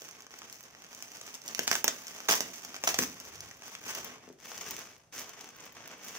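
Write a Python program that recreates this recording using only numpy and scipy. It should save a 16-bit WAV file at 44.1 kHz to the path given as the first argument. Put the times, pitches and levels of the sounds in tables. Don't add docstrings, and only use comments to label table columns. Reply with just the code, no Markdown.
import sys
import numpy as np
from scipy import signal
from scipy.fft import rfft, irfft
from scipy.io import wavfile

SR = 44100
rng = np.random.default_rng(int(sys.argv[2]) if len(sys.argv) > 2 else 0)


def unload_audio(sound):
    columns = np.transpose(np.atleast_2d(sound))
    steps = np.round(np.clip(columns, -1, 1) * 32767)
    wavfile.write(sys.argv[1], SR, steps.astype(np.int16))


def gain_from_db(level_db):
    decades = np.asarray(level_db, float) / 20
    return 10 ** decades


N = 272538
SNAP_PAN_SPREAD_DB = 2.2

# [t/s, left port lag/samples, left-right level/dB]
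HANDS = [
    (0, 6, -1.3),
    (1.5, 6.5, -1.4),
    (4.1, 6, -0.1),
    (4.5, -1, 1.5),
    (6.18, -3, -0.5),
]


def rms_one(x):
    return x / np.sqrt(np.mean(x ** 2) + 1e-20)


def in_time(rows, s):
    table = np.array(rows)
    return [np.interp(s, table[:, 0], column) for column in table[:, 1:].T]


def at_hz(points, hz):
    table = np.array(points)
    return np.interp(np.log(hz), np.log(table[:, 0]), table[:, 1])


def drift(rate_hz):
    r = np.exp(-2 * np.pi * rate_hz / SR)
    noise = rng.standard_normal(N + SR)
    return rms_one(signal.lfilter([1], [1, -2 * r, r * r], noise)[SR:])


def diffuse(hz, length):
    # [f/Hz, share]
    likeness = [(100, 0.81), (300, 1), (700, 0.36), (1500, 0.032), (4000, 0.0082)]
    mid, side = rfft(rng.standard_normal((2, length)))
    alike = np.clip(at_hz(likeness, hz), 0, 1)
    return np.sqrt(1 + alike) * mid + np.sqrt(1 - alike) * side * [[1], [-1]]


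def hum():
    # [f/Hz, density/dB per Hz]
    hum_spectrum = [(25, -8), (45, -22), (65, -8), (95, -3), (130, 3.5), (300, -13), (550, -3.5),
                    (1100, -10), (2600, -19), (3800, -21), (6400, -20), (9000, -22.5), (16000, -33)]
    hz = np.maximum(np.fft.rfftfreq(N, 1 / SR), 1)
    noise = irfft(diffuse(hz, N) * gain_from_db(at_hz(hum_spectrum, hz)), N)
    return gain_from_db(-68.5) * rms_one(noise)


def thrust_db():
    # [t/s, peak level/dB]
    thrusts = [(1.72, -55), (2.49, -64), (3.01, -49.5), (3.3, -58), (3.42, -48.5), (3.85, -60), (4.0, -59),
               (4.7, -53.5), (5.2, -62), (5.82, -60), (6.1, -63)]
    rise_db_per_s, fall_db_per_s, rest_db = 81, 91, -71
    at_s, peak_db = np.transpose(thrusts)[:, :, None]
    since_s = np.arange(N) / SR - at_s
    each_db = peak_db + np.where(since_s < 0, rise_db_per_s, -fall_db_per_s) * since_s
    return np.maximum(each_db.max(axis=0), rest_db)


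def rumble(low_hz=65, high_hz=150, side_db=-11):
    sos = signal.butter(3, [low_hz, high_hz], "band", fs=SR, output="sos")
    mid, side = rms_one(signal.sosfilt(sos, rng.standard_normal((2, N))))
    return gain_from_db(thrust_db() - 7.0) * (mid + gain_from_db(side_db) * side * [[1], [-1]])


def response(walls_db=-7, build_s=0.0029):
    # [delay/s, left level/dB, right level/dB]
    echoes = [
        (.0026, -19.5, -19),
        (.0045, -29.5, -15),
        (.0092, -19.5, -20),
    ]
    # [f/Hz, T60/s]
    room_t60 = [(150, 0.52), (1000, 0.26), (6000, 0.22), (15000, 0.049)]
    length = SR // 2
    s = np.arange(length) / SR
    hz = np.maximum(np.arange(length // 2 + 1) * 2, 1)
    noise, tail = diffuse(hz, length), 0
    for centre_hz in 125 * 2 ** np.arange(8):
        octave = np.cos(np.pi / 2 * np.clip(np.log2(hz / centre_hz), -1, 1)) ** 2
        tail = tail + irfft(noise * octave) * gain_from_db(-60 * s / at_hz(room_t60, centre_hz))
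    tail = tail * (1 - np.exp(-s / build_s))
    out = gain_from_db(walls_db) * tail / np.sqrt(np.sum(tail ** 2, axis=1, keepdims=True))
    out[:, 0] = 1
    for delay_s, left_db, right_db in echoes:
        out[:, round(delay_s * SR)] += gain_from_db(np.array([left_db, right_db]))
    return out


def room(x, count=6, place_s=0.06):
    place = np.arange(N) / (place_s * SR)
    out = 0
    for k in range(count):
        distance = np.abs((place - k + count / 2) % count - count / 2)
        share = np.clip(1 - distance, 0, 1)
        out = out + signal.fftconvolve(x * share, response(), axes=1)[:, :N]
    return out


def ports(x, low_cut_hz=165):
    # [f/Hz, width/Hz, level/dB]
    port_peaks = [
        (250, 17, 4),
        (760, 1340, -3),
        (4116, 1630, -10.5),
        (6146, 1340, 8.5),
        (8260, 5500, -11.5),
        (15560, 2900, 10),
    ]
    for hz, width_hz, db in port_peaks:
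        w, g = 2 * np.pi * hz / SR, gain_from_db(db / 2)
        a = np.tan(np.pi * width_hz / SR)
        x = signal.lfilter([1 + a * g, -2 * np.cos(w), 1 - a * g], [1 + a / g, -2 * np.cos(w), 1 - a / g], x)
    return signal.sosfilt(signal.butter(4, low_cut_hz, "high", fs=SR, output="sos"), x)


def fold_filters():
    fold_edges_hz = [600, 3800, 8200]
    low, mid, high = fold_edges_hz
    ranges = [(low, "low"), ([low, mid], "band"), ([mid, high], "band"), (high, "high")]
    return [signal.butter(2, edge, kind, fs=SR, output="sos") for edge, kind in ranges]


def unit_peak(sos):
    return np.abs(ports(signal.sosfilt(sos, np.eye(1, 2048)[0]))).max()


def at_ports(at, sizes, lag, pan_db):
    trains = np.full((2, N + 64), 1e-18)
    left_at = np.clip(at + np.round(lag).astype(int), 0, N)
    np.add.at(trains[0], left_at, sizes * gain_from_db(pan_db / 2))
    np.add.at(trains[1], at, sizes * gain_from_db(-pan_db / 2))
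    return trains[:, :N]


def clicks(delay_s=0.00046):
    # [t/s, peak level/dB, folds re peak/dB, fine creases re peak/dB]
    lone_clicks = [(0.0188, -39, -15, -5), (0.049, -47, -22, -7), (0.0835, -41, -8, -4),
                   (0.1513, -44, -4, -14), (0.1964, -51, -14, -8), (0.3073, -43.5, 0, -10),
                   (0.3709, -51, -11, -14), (0.431, -41, -13, -11), (0.488, -46, -9, -10),
                   (0.5433, -41, -9, -1), (0.6289, -49, -13, 11), (0.6969, -55, -10, -7),
                   (0.7035, -51, 0, -5), (0.75, -43, -5, -17), (0.7869, -48, -6, -18),
                   (0.7945, -55, -7, -1), (0.821, -38, -10, -13), (0.8402, -39, -10, -13),
                   (0.8456, -43, -3, -8), (0.865, -41, -9, -15), (0.93, -37, -6, -10),
                   (1.0375, -49, -18, -5), (1.1697, -36, -10, -9), (1.2776, -37.5, -3, -15),
                   (1.314, -45, -22, -13), (1.3298, -44, -10, 2), (1.387, -50, -14, -6),
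                   (1.4384, -42, -23, -9), (1.4875, -28.5, -10, -11), (1.5363, -40, -9, -9),
                   (1.6728, -27, -9, -10), (1.9901, -47, -10, -13), (2.098, -38, -13, -3),
                   (2.1226, -44, -20, -5), (2.1402, -49, -19, -14), (2.1476, -44, -11, -6),
                   (2.1675, -36, -8, -11), (2.2035, -31, -3.5, -13), (2.2368, -44, -9, -12),
                   (2.2546, -37, -4, -15), (2.276, -40, -16, -16), (2.2921, -19, 0, -8),
                   (2.5617, -39, -16, 1), (2.587, -49, -17, -14), (2.6945, -47, -7, -13),
                   (2.7168, -45, -8, -12), (2.7542, -31, -17, -15), (2.8292, -38, -8, -9),
                   (3.141, -46, -16, 6),
                   (3.1863, -49, -19, -10), (3.2514, -36, -10, -4), (3.3552, -35.5, -9, -13),
                   (3.359, -37, -13, -14), (3.3859, -55, -10, 0), (3.5945, -50, -11, 2),
                   (3.6384, -43, -8, -9), (3.6796, -41, 0, -7), (3.7331, -49, -21, -15),
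                   (3.8091, -46, -9, 3), (3.8544, -38, -7, -3), (4.1821, -47, -5, -19),
                   (4.2731, -53, -11, -14), (4.2891, -41, -16, -12), (4.3268, -48, -22, -10),
                   (4.4019, -44, -10, -11), (4.4324, -52, -10, -9), (4.4429, -44, -7, -6),
                   (4.4572, -38, -2, -8), (4.5051, -48, -9, -10), (4.6178, -40, -14, -1),
                   (4.6659, -49, -14, -13), (4.7119, -37, -10, -8), (4.7658, -29, -17, -3),
                   (4.7909, -32.5, -17, 5), (4.8404, -39, -17, -12), (4.9258, -48, -19, -14),
                   (4.9648, -46.5, -5, -13), (5.0365, -55.5, -12, -20), (5.0738, -61, -14, -13),
                   (5.1341, -50, -10, -10), (5.1437, -39, -17, -5), (5.1613, -40, -15, -9),
                   (5.1803, -28, -14, -10), (5.3416, -50, -2, -11), (5.3545, -47, -7, -12),
                   (5.41, -32, -26, -10), (5.4436, -37.5, -6, -9), (5.5502, -54, -10, -17),
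                   (5.5615, -44, -10, -7), (5.6529, -46, -11, -16), (5.7227, -48, -9, -6),
                   (5.7519, -46, -15, -14), (5.7926, -56, -9, -4), (5.8842, -43, -6, -13),
                   (5.9165, -42, -2, -10), (6.0476, -42, -19, -10), (6.0783, -41, -7, -4),
                   (6.101, -41, -20, -13)]
    click_trim_db = [-13, 4, 3.5, 7]
    s, peak_db, fold_db, fine_db = np.transpose(lone_clicks)
    chance = rng.standard_normal((len(s), 3))
    lag, pan_db = in_time(HANDS, s)
    lag = lag + 1.6 * chance[:, 0]
    pan_db = pan_db + SNAP_PAN_SPREAD_DB * chance[:, 1]
    at = np.round(SR * (s + delay_s)).astype(int)
    out = 0
    for k, (sos, rel_db) in enumerate(zip(fold_filters(), [fold_db, fold_db, 0 * s, fine_db])):
        sizes = np.sign(chance[:, 2]) * gain_from_db(peak_db + rel_db + click_trim_db[k]) / unit_peak(sos)
        out = out + (-1) ** k * signal.sosfilt(sos, at_ports(at, sizes, lag, pan_db))
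    return ports(out)


def panels(at, level_db, panel_hz, lag, pan_db, trim_db=-5, cycles=15):
    step = np.arange(1024)
    turns = panel_hz[:, None] * step / SR
    rings = gain_from_db(level_db[:, None] + trim_db - 60 * turns / cycles) * np.sin(2 * np.pi * turns)
    ring_at = np.minimum(at[:, None] + step, N)
    return at_ports(ring_at.ravel(), rings.ravel(), np.repeat(lag, step.size), np.repeat(pan_db, step.size))


def snaps(first_db=6, fade_db=-0.23, uneven_db=3, rise_s=.0006, burst_s=.0026, count=10):
    # [t/s, peak level/dB, folds re peak/dB, panel f/Hz]
    picking = [(0.019, -39.5, 0, 507), (0.0874, -38.5, -6, 2120), (.11, -38, -17, 880),
               (0.205, -41, -4, 1540), (.2209, -40, -29, 1030), (0.266, -43, 1, 960),
               (0.339, -44, 6.5, 2150), (0.3877, -37.5, -33, 1730), (0.4181, -40.5, 4.5, 1460),
               (0.445, -46, -2, 501), (0.4977, -38, -9, 650), (0.526, -34.5, -16, 824),
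               (.606, -51, -27, 627), (0.637, -40, -17, 1240), (0.749, -52, 9.5, 1960),
               (0.948, -34.5, -27, 2440), (1.0239, -30, -13, 1720), (1.1174, -37.5, -23, 770),
               (1.15, -38, -8, 1470), (1.2124, -32.5, -12, 520), (1.265, -35.5, -16, 1350),
               (1.3514, -31.5, -18, 900), (1.3414, -32.5, -11, 905), (1.3472, -33, -27, 797),
               (1.417, -37.5, -25, 519), (1.461, -36, -26, 517), (1.479, -24.5, -33, 799)]
    seam = [(1.5479, -22, -10, 1960), (1.5915, -18.5, -0.5, 1520), (1.677, -15, -5, 1900),
            (1.7137, -17, -0.5, 1530), (1.7267, -21, -1.5, 950), (1.7301, -23, -3, 1500),
            (1.685, -32, -6, 1200), (1.753, -18, -1.5, 930), (1.8429, -16, -1.5, 838),
            (1.8792, -12, -6, 653), (2.0185, -46, -11, 603), (2.0686, -31.5, -17, 1302),
            (2.081, -31.5, -17, 2220), (2.162, -41, 2, 1520), (2.4053, -18, -9.5, 605),
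            (2.5397, -38, -24, 1790), (2.5578, -35, -26, 807), (2.6481, -30.5, -11, 830),
            (2.7432, -36, 5.5, 1500), (2.764, -34.5, -0.5, 1200)]
    tear = [(2.284, -25.5, -5, 1510), (2.2868, -17.5, 0.5, 970), (2.2895, -23, -2, 1900),
            (2.293, -24, 4, 1230), (2.2955, -23.5, -1, 900), (2.3025, -20, -8, 2100),
            (2.3095, -17, -2.5, 1110), (2.3245, -19, -8, 1300), (2.3375, -22, 0.5, 1400),
            (2.345, -30, -3, 1800), (2.300, -16.5, -6, 910), (2.308, -28, -5, 990), (2.312, -18, -19, 900),
            (2.317, -24, -3, 1930), (2.32, -18.5, 0.5, 1100), (2.329, -22, 4, 980), (2.335, -24, -10, 1090),
            (2.3392, -22, -11, 2100), (2.353, -24.5, -4, 1520), (2.362, -28, -26, 900)]
    rip = [
        (2.8377, -21, -3.5, 570),
        (2.8737, -20.5, 2, 820),
        (2.8767, -17.5, -0.5, 835),
        (2.8801, -28, -6, 1510),
        (2.8892, -16.5, -9, 651),
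        (2.9428, -19, -4, 815),
        (2.9884, -15.5, -4.5, 517),
        (3.0218, -25.5, -0.5, 1410),
        (3.027, -26, -7, 511),
        (3.0349, -26.5, 0.5, 1140),
    ]
    opening = [(3.2003, -31.5, -30, 2050), (3.4055, -30.5, -16, 2130), (3.5115, -39.5, 1, 1550),
               (3.6208, -41, 0, 900), (3.7509, -33.5, 0, 2800), (3.839, -39, -6, 620),
               (3.8799, -33.5, -9, 1383), (3.9505, -29, -13, 536), (4.009, -42, -10, 3180),
               (4.044, -43, -22, 501), (5.768, -48, 7.5, 970), (5.805, -50.5, 8, 980), (5.84, -48, 5, 596),
               (5.858, -43.5, 4.5, 1500), (5.913, -43, 2, 523), (6.152, -40, 3, 1800),
               (6.163, -40, 3, 1750), (6.062, -52, -4, 700), (4.517, -39, 7, 1670), (4.578, -31.5, -9, 824),
               (4.611, -32, -7, 790), (4.7084, -30, -18, 1440), (5.1929, -33, -25, 506),
               (5.2932, -37, -14, 2430), (5.489, -41.5, -3, 1490), (5.604, -39.5, -14, 1000),
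               (5.878, -48, -7, 620), (6.0647, -47, -27, 510), (6.083, -35, -23, 1490)]
    knocks = [(4.233, -57.5, 9, 330), (4.7, -51, 12.5, 350), (3.6, -63, 11, 370), (4.277, -56, 13, 460),
              (5.9, -55, 13, 560), (4.291, -56, 11, 400), (4.301, -52, 14, 400), (4.312, -63, 10, 340),
              (2.989, -36, 7.5, 238), (2.5, -40, -25, 220), (0.014, -50, 8, 540), (5.85, -56, 10, 580),
              (6.07, -51, 14, 600), (6.15, -53, 13, 450), (3.01, -43, 7, 190)]
    # [t/s, peak level/dB]
    ticks = [(.11, -46), (0.607, -43.5), (0.9483, -54), (1.5923, -27), (1.676, -50), (1.7137, -27),
             (2.352, -40), (2.6477, -57), (2.9869, -23), (3.949, -38), (4.7077, -40), (5.1938, -46),
             (5.2918, -52), (5.8764, -44), (6.083, -45), (3.2006, -56), (3.57, -62), (3.68, -51),
             (4.045, -41), (4.899, -59), (1.0245, -40), (.388, -55), (1.8423, -27), (1.8777, -42),
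             (2.8893, -50), (4.98, -68), (5.49, -62), (5.565, -62), (5.655, -53), (5.725, -60), (5.83, -56),
             (5.918, -56), (5.98, -54)]
    snap_trim_db = [-7.5, -4, -0.74, -2.5]
    after_db = [-33, -6, -4.5, -2]
    tick_fold_db, tick_hz, tick_fine_db, tick_after_db = -1.5, 1970, 29, -7
    knock_broad_db, knock_dull_db = 26, -25
    colour_db = 6.5

    tick_rows = [(t, db, tick_fold_db, tick_hz) for t, db in ticks]
    rows = picking + seam + tear + rip + opening + knocks + tick_rows
    s, peak_db, fold_db, panel_hz = np.transpose(rows)
    index = np.arange(len(s))
    tick = index >= len(s) - len(ticks)
    knock = (index >= len(s) - len(knocks) - len(ticks)) & ~tick
    chance = rng.standard_normal((len(s), 4, count))

    broad_db = -22 + 0.16 * fold_db - 1.5 * np.log2(panel_hz / 1000) + knock_broad_db * knock
    broad_db = broad_db + colour_db * chance[:, 3, 2]
    fine_db = -14 + tick_fine_db * tick + colour_db * chance[:, 3, 3]
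    dull_db = knock_dull_db * knock
    rel_levels_db = [broad_db, fold_db + dull_db, dull_db, fine_db + dull_db]

    step = np.arange(count)
    after_s = burst_s * step / count * np.exp(.3 * chance[:, 0])
    at = np.round(SR * (s[:, None] + rise_s + after_s)).astype(int)
    run_db = np.where(step, fade_db * step + uneven_db * chance[:, 2], first_db)
    run = np.sign(chance[:, 1]) * gain_from_db(run_db)
    lag, pan_db = in_time(HANDS, s)
    lag = lag + 1.6 * chance[:, 3, 1]
    pan_db = pan_db + SNAP_PAN_SPREAD_DB * chance[:, 3, 0]

    out = panels(at[:, 0], peak_db + fold_db, panel_hz, lag, pan_db)
    for k, (sos, rel_db) in enumerate(zip(fold_filters(), rel_levels_db)):
        moved = run * gain_from_db((after_db[k] + tick_after_db * tick[:, None]) * (step > 0))
        sizes = moved * gain_from_db(peak_db + rel_db + snap_trim_db[k])[:, None] / unit_peak(sos)
        trains = at_ports(at.ravel(), sizes.ravel(), np.repeat(lag, count), np.repeat(pan_db, count))
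        out = out + (-1) ** k * signal.sosfilt(sos, trains)
    return ports(out)


def pause_db(s):
    # [centre t/s, depth/dB (negative: a brief swell), sink/s, recover/s]
    pauses = [(.62, 11, 0.028, .01), (1.426, 10, 0.073, 0.015), (2.28, 3.5, 0.015, .003),
              (2.98, -1, .03, .005), (2.866, 13, 0.017, .006), (2.935, 5, .02, .005),
              (3.6, 5.5, 0.08, 0.016), (4.2, 4.5, 0.22, 0.075), (4.37, 9, 0.077, 0.018),
              (5.115, 13, 0.2, 0.0066), (5.53, 9.5, 0.025, 0.032), (5.71, 5.5, 0.029, 0.039),
              (4.95, 2.5, 0.088, 0.037), (1.585, -7, 0.026, .005), (1.668, 5, 0.035, .005),
              (1.838, 9, 0.043, .004), (4.26, 0.5, 0.072, .06), (5.98, 4.5, 0.07, 0.031)]
    at_s, depth_db, sink_s, recover_s = np.transpose(pauses)[:, :, None]
    since_s = s - at_s
    distance = np.where(since_s < 0, -since_s / sink_s, since_s / recover_s)
    return -np.sum(depth_db * np.clip(1 - distance, 0, 1), axis=0)


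def fold_levels():
    # [t/s, effort/dB, tautness/dB]
    handling = [(0, -59, 3), (.23, -57, -3), (.29, -75, 5), (.31, -56.5, 0.5), (.75, -61.5, -3.5),
                (1.0, -54.5, 3.5), (1.43, -54, 2.5), (1.96, -51.5, 2.5), (2.8, -54, 1.5), (3.6, -57.5, 1),
                (4.1, -50, -3.5), (4.2, -63.5, -15), (4.33, -68, 8), (4.4, -76, 7), (5.0, -86, 14),
                (5.12, -96, 9), (5.25, -54.5, -2.5), (5.93, -56.5, -5.5), (6.18, -47.5, 1.5)]
    # [start t/s, rise/s, peak level/dB, fall/dB per s, tautness/dB]
    tugs = [(0, 0.03, -49.5, 400, 8), (1.431, 0.064, -50, 142, -1), (1.6, 0.16, -52, 98, 19),
            (1.832, 0.017, -58, 75, 23), (2.285, 0.0055, -31, 165, 10), (2.5, 0.052, -59, 97, 15),
            (2.84, 0.038, -37, 180, 9), (2.985, 0.012, -39, 151, 9), (3.63, 0.046, -54, 94, 5),
            (3.829, 0.059, -43.5, 79, 1), (3.9, 0.03, -49, 70, -1), (3.96, 0.022, -54, 80, 12),
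            (4.03, 0.039, -53.5, 72, -9), (4.42, 0.052, -51.5, 37, 4.5), (4.38, 0.025, -60, 30, 1),
            (4.5, 0.19, -45.5, 62, 1), (4.74, 0.061, -52.5, 110, -1), (5.125, 0.083, -44, 298, 4),
            (5.53, 0.14, -55.5, 203, 0), (5.75, 0.023, -59.5, 200, -10), (5.82, 0.03, -56.5, 120, -5),
            (5.89, .025, -58, 150, -4), (3.15, 0.12, -54, 98, 1), (3.36, 0.093, -55.5, 120, 1),
            (6.02, 0.03, -57, 102, 16), (.5, 0.051, -56.5, 73, 8)]
    fold_base_db = [-6, -1, -0.5, -12.5]
    effort_shares = [.9, .95, 1.01, 1.3]
    taut_shares = [-0.48, -0.18, 0.52, 0.93]
    middle_db, swell_db = -52, 8.5
    s = np.arange(0, N, 32) / SR
    start_s, rise_s, peak_db, fall_db_per_s, tug_taut = np.transpose(tugs)[:, :, None]
    since_s = s - start_s - rise_s
    shape_db = np.where(since_s < 0, swell_db * since_s / np.maximum(rise_s, .002), -fall_db_per_s * since_s)
    tug_db = peak_db + shape_db - 60.0 * (s < start_s)
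    steady_db, steady_taut = in_time(handling, s)
    effort = np.vstack([steady_db, tug_db]) + pause_db(s) - middle_db
    taut = np.vstack([steady_taut, tug_taut + 0 * s])
    levels = []
    for base_db, follows, share in zip(fold_base_db, effort_shares, taut_shares):
        part_db = base_db + follows * effort + share * taut
        sum_db = middle_db + 10 * np.log10(np.sum(gain_from_db(2 * part_db), axis=0))
        levels.append(np.interp(np.arange(N) / SR, s, sum_db))
    return levels


def crinkle(per_s=2200, clump_db=3.5, size_db=2.0, colour_db=3.0, lag_spread=2.5, pan_spread_db=5.5):
    crinkle_trim_db = [-4.5, -1.5, -1, 4.5]
    crinkle_top_db = [-45, -43, -39, -36]
    clumps = drift(40) + .7 * drift(120)
    at = np.flatnonzero(rng.random(N) < per_s * gain_from_db(clump_db * clumps) / SR)
    sizes = gain_from_db(size_db * np.minimum(rng.exponential(1, at.size), 3.2)) * rng.choice([-1, 1], at.size)
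    chance = rng.standard_normal((at.size, 6))
    lag, pan_db = in_time(HANDS, at / SR)
    lag = lag + lag_spread * chance[:, 4]
    pan_db = pan_db + pan_spread_db * chance[:, 5]
    out = 0
    for k, (sos, level_db) in enumerate(zip(fold_filters(), fold_levels())):
        trains = at_ports(at, sizes * gain_from_db(colour_db * chance[:, k]), lag, pan_db)
        gain = gain_from_db(np.minimum(level_db, crinkle_top_db[k]) + crinkle_trim_db[k])
        out = out + (-1) ** k * gain * rms_one(ports(signal.sosfilt(sos, trains)))
    return out


def scene():
    film = crinkle() + snaps() + clicks()
    return room(film) + rumble() + hum()


def low_pass(x):
    return signal.sosfilt(signal.butter(12, 16950, fs=SR, output="sos"), x)


def record(dry):
    mix = signal.sosfilt(signal.cheby2(14, 60, 16300, fs=SR, output="sos"), dry)
    return low_pass(mix)


dry = scene()
out = record(dry)
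unload_audio(out)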